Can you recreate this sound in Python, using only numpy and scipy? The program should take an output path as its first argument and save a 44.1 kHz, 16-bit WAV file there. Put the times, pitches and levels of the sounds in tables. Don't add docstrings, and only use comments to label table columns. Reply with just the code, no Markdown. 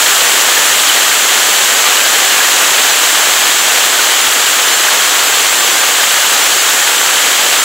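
import sys
import numpy as np
from scipy import signal
from scipy.fft import rfft, irfft, next_fast_len
from scipy.io import wavfile
from scipy.ndimage import uniform_filter1d

SR = 44100
rng = np.random.default_rng(int(sys.argv[2]) if len(sys.argv) > 2 else 0)


def how_loud(loudness_db):
    steps = np.asarray(loudness_db, float) / 20
    return 10 ** steps


def wav_record(signal):
    frames = np.transpose(np.atleast_2d(signal))
    bounded = np.clip(frames, -1, 1)
    quanta = np.round(bounded * 32767).astype(np.int16)
    wavfile.write(sys.argv[1], SR, quanta)


N = 336924

# (time [s], level [dB], brightness [dB per octave])
STORM = [(0, -10.5, 0.2), (.8, -11, 0.1), (1.6, -11, 0.15), (2.4, -11, 0.), (3.2, -11, 0.),
         (4.0, -11.5, 0.), (4.8, -11.5, 0.), (5.6, -11.5, 0), (6.4, -11.5, 0.3), (7.0, -11.5, 0.),
         (7.64, -11.5, 0.)]


def evened(x):
    return x / np.sqrt(np.mean(x ** 2) + 1e-20)


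def add(mix, start_s, sound):
    part = mix[round(start_s * SR):][:len(sound)]
    part += sound[:len(part)]


def humps(modes, hz):
    return sum(db * np.exp(-((hz - centre) / width) ** 2) for centre, width, db in modes)


def filtered(x, curve_db):
    size = 2 * next_fast_len(N // 2 + 2048)
    log_gain = np.log(how_loud(curve_db(np.fft.rfftfreq(size, 1 / SR))))
    cepstrum = irfft(log_gain, size)
    cepstrum[1:size // 2] *= 2
    cepstrum[size // 2 + 1:] = 0
    response = np.exp(rfft(cepstrum))
    return irfft(rfft(x, size) * response, size)[..., :N]


def colour_db(hz):
    # (frequency [Hz], level per Hz [dB])
    colour = [(15, -71), (25, -64), (107, -31.5), (240, -14), (445, -6), (1710, -1), (2420, -2), (3260, -1),
              (5280, -7), (7500, -1), (8810, -9.5), (15500, -11.5)]
    # (frequency [Hz], width [Hz], level [dB])
    housing = [(786, 170, 1.0), (1190, 110, 1.5), (1600, 330, 2), (3080, 340, 2), (4200, 390, 1.0),
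               (6400, 330, 1.0), (7070, 270, 0.5), (7910, 190, 1.5), (9700, 400, 1.0), (11500, 1550, -1.5),
               (15500, 2500, -1)]
    f, db = np.transpose(colour)
    return np.interp(np.log(hz + 1), np.log(f + 1), db) + humps(housing, hz)


def swell_db():
    s, db, _ = np.transpose(STORM)
    return np.interp(np.arange(N) / SR, s, db)


def scattered(per_s, mean_db, spread_db):
    when, size, which, detune = rng.random((120, 4))[:round(per_s * N / SR)].T
    return when * N / SR, mean_db + spread_db * (2 * size - 1), which, 2 * detune - 1


def wash(patchy_db, flicker_db):
    hop, size = 128, 512
    frames, hz = N // hop + 5, np.fft.rfftfreq(size, 1 / SR)
    real, imaginary, patches = rng.standard_normal((frames, len(hz), 3)).T
    patches = uniform_filter1d(patches, size=8, axis=0)
    patches = evened(uniform_filter1d(patches, size=14, axis=1))
    gusts = evened(uniform_filter1d(rng.standard_normal(frames), size=8))
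    s, _, tilt = np.transpose(STORM)
    octaves = np.log2((hz[:, None] + 300) / 2000)
    tilt_db = octaves * np.interp(np.arange(frames) * hop / SR, s, tilt)
    spectra = (real + 1j * imaginary) * how_loud(patchy_db * patches + flicker_db * gusts + tilt_db)
    return evened(signal.istft(spectra, nperseg=size, noverlap=size - hop)[1][:N])


def ticks(per_s, spread_db, ring_s):
    size_db = spread_db * np.minimum(rng.exponential(1, N), 5)
    hits = how_loud(size_db) * (rng.random(N) < per_s / SR)
    ground = rng.integers(0, 12, N)
    t = np.arange(600) / SR
    fade = how_loud(-60 * t / ring_s)
    out = np.zeros(N)
    for kind, grain in enumerate(rng.standard_normal((12, 600))):
        out += signal.oaconvolve(hits * (ground == kind), grain * fade)[:N]
    return evened(out)


def pellets():
    s, db, which, detune = scattered(per_s=4.8, mean_db=-5.5, spread_db=2.5)
    ring_hz = np.where(which < .6, 1600, 3100) * (1 + 0.096 * detune)
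    return list(zip(s, db, ring_hz))


def knocks(rows, cycles, boost_db):
    out = np.zeros(N)
    for s, db, hz in rows:
        u = np.arange(round(3 * SR * 12 / hz)) / SR * hz / cycles
        rise_and_fall = np.e * u * np.exp(-u)
        add(out, s, how_loud(db + boost_db) * rise_and_fall * np.sin(2 * np.pi * u * cycles))
    return out


def scene():
    # (time [s], peak [dB], ring [Hz])
    stones = [(0.0258, 7, 3190), (0.1231, -2, 1610), (0.2184, -1, 3100), (0.5651, 4, 1780),
              (0.7007, 6, 1820), (0.8944, 12, 3000), (0.9692, 2, 1900), (1.1069, 5, 1840),
              (1.1907, 7, 2930), (1.5603, 7, 3130), (1.972, 6, 2930), (2.0911, 1.5, 3430),
              (2.4028, 6, 1675), (2.4458, 5, 1860), (2.617, -2, 1950), (2.8774, 8, 3040),
              (3.3952, -2, 2600), (3.9848, 5, 1476), (4.2038, -1, 2970), (4.881, 4, 1600),
              (5.1891, 4, 2930), (5.3208, 3, 1570), (6.334, -6, 3100), (6.652, 7, 3270), (6.8129, 4, 1850)]
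    rain = wash(patchy_db=0.22, flicker_db=.5)
    rain = rain + how_loud(-7.0) * ticks(per_s=900, spread_db=2.5, ring_s=0.015)
    storm = how_loud(swell_db()) * evened(filtered(rain, colour_db))
    mono = storm + knocks(stones + pellets(), cycles=8.0, boost_db=-18.5)
    return np.array([mono, mono])


def overload(x):
    # (frequency [Hz], width [Hz], level [dB])
    capsule = [(6800, 800, 10), (7900, 900, 15)]
    loud = evened(filtered(x, lambda hz: humps(capsule, hz)))
    return np.tanh(loud / 1.05)


def equalised(x):
    hz, power = signal.welch(x, SR, nperseg=1024)
    own_db = uniform_filter1d(10 * np.log10(power), size=5)
    level_db = -9
    return how_loud(level_db) * evened(filtered(x, lambda f: colour_db(f) - np.interp(f, hz, own_db)))


def rounded(x):
    return 1.04 * x / (1 + abs(x / 1.1) ** 4) ** .25


def bumps(width_s, late_s, boost_db):
    # (time [s], peak [dB])
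    strong = [(0.096, -51), (0.871, -52), (1.373, -52), (1.611, -52), (1.898, -47), (1.984, -55),
              (2.394, -47), (3.574, -53), (3.828, -55), (4.254, -41), (5.81, -51), (6.703, -54)]
    s, db, *_ = scattered(per_s=15, mean_db=-64, spread_db=4)
    rows = list(strong) + list(zip(s, db))
    half = 800
    push = np.exp(-(np.arange(-half, half) / SR / width_s) ** 2)
    out = np.zeros(N)
    for (s, db), side in zip(rows, rng.choice([-1., 1.], 140)):
        add(out, max(s + late_s - half / SR, 0), side * how_loud(db + boost_db) * push)
    return out


def noise_bands():
    # (start [s], end [s], bands filled [count])
    spells = [(.28, .29, 2), (.53, .73, 5), (1.21, 1.22, 1), (1.53, 1.68, 2), (1.95, 2.05, 3),
              (2.18, 2.35, 4), (2.9, 3.07, 5), (3.27, 3.28, 1), (3.44, 3.45, 4), (3.58, 3.61, 3),
              (4.06, 4.33, 5), (4.43, 4.44, 2), (4.6, 4.81, 8), (5.27, 5.28, 1), (5.46, 5.51, 4),
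              (5.57, 5.72, 8), (5.8, 5.84, 4), (6.06, 6.07, 1), (6.27, 6.46, 3), (6.59, 6.6, 2),
              (6.92, 7.18, 3), (7.59, 7.62, 2)]
    start, end = np.repeat(spells, [count for *_, count in spells], axis=0).T[:2]
    when, width = rng.random((len(start), 2)).T
    grid, offset = 1024, 136
    step = np.round(((start + (end - start) * when) * SR - offset) / grid)
    place = (np.arange(len(start)) * (np.sqrt(5) - 1) / 2 + rng.random()) % 1
    lowest_hz, highest_hz = 4100, 14500
    low = lowest_hz * (highest_hz / lowest_hz) ** place ** .85
    high = low + np.interp(place + width, (0, 2), (1000, 1800))
    return zip((step * grid + offset) / SR, low, high)


def fill_bands(x, side_db):
    twin = x[::-1]
    hz, t, (mid, side) = signal.stft([x, twin], SR, nperseg=1024, noverlap=896)
    share = np.zeros(mid.shape)
    for s, low, high in noise_bands():
        moment = np.cos(np.pi / 2 * np.clip((t - s) * SR / 680, -1, 1) ** 4)
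        share = np.maximum(share, ((hz > low) & (hz < high))[:, None] * moment)
    share = np.clip(share * how_loud(side_db), 0, 1)
    mid, side = mid * np.sqrt(1 - share ** 2), side * share
    return signal.istft([mid + side, mid - side], SR, nperseg=1024, noverlap=896)[1][:, :N]


def roll_off(x):
    return signal.sosfilt(signal.butter(12, 16550, fs=SR, output="sos"), x)


def record(dry):
    swell = swell_db()
    storm_db, _ = np.transpose(STORM)[1], None
    drift = how_loud(0.51 * (swell - np.mean(storm_db)))
    x = rounded(drift * equalised(overload(dry[0])))
    x = signal.sosfilt(signal.butter(2, 100, "highpass", fs=SR, output="sos"), x)
    treble_limit = signal.firwin(801, 15780, window=("kaiser", 9), fs=SR)
    x = signal.oaconvolve(x, treble_limit, "same")
    x = x + bumps(width_s=0.002, late_s=0.026, boost_db=7.0)
    return roll_off(fill_bands(x, side_db=-2.8))


dry = scene()
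out = record(dry)
wav_record(out)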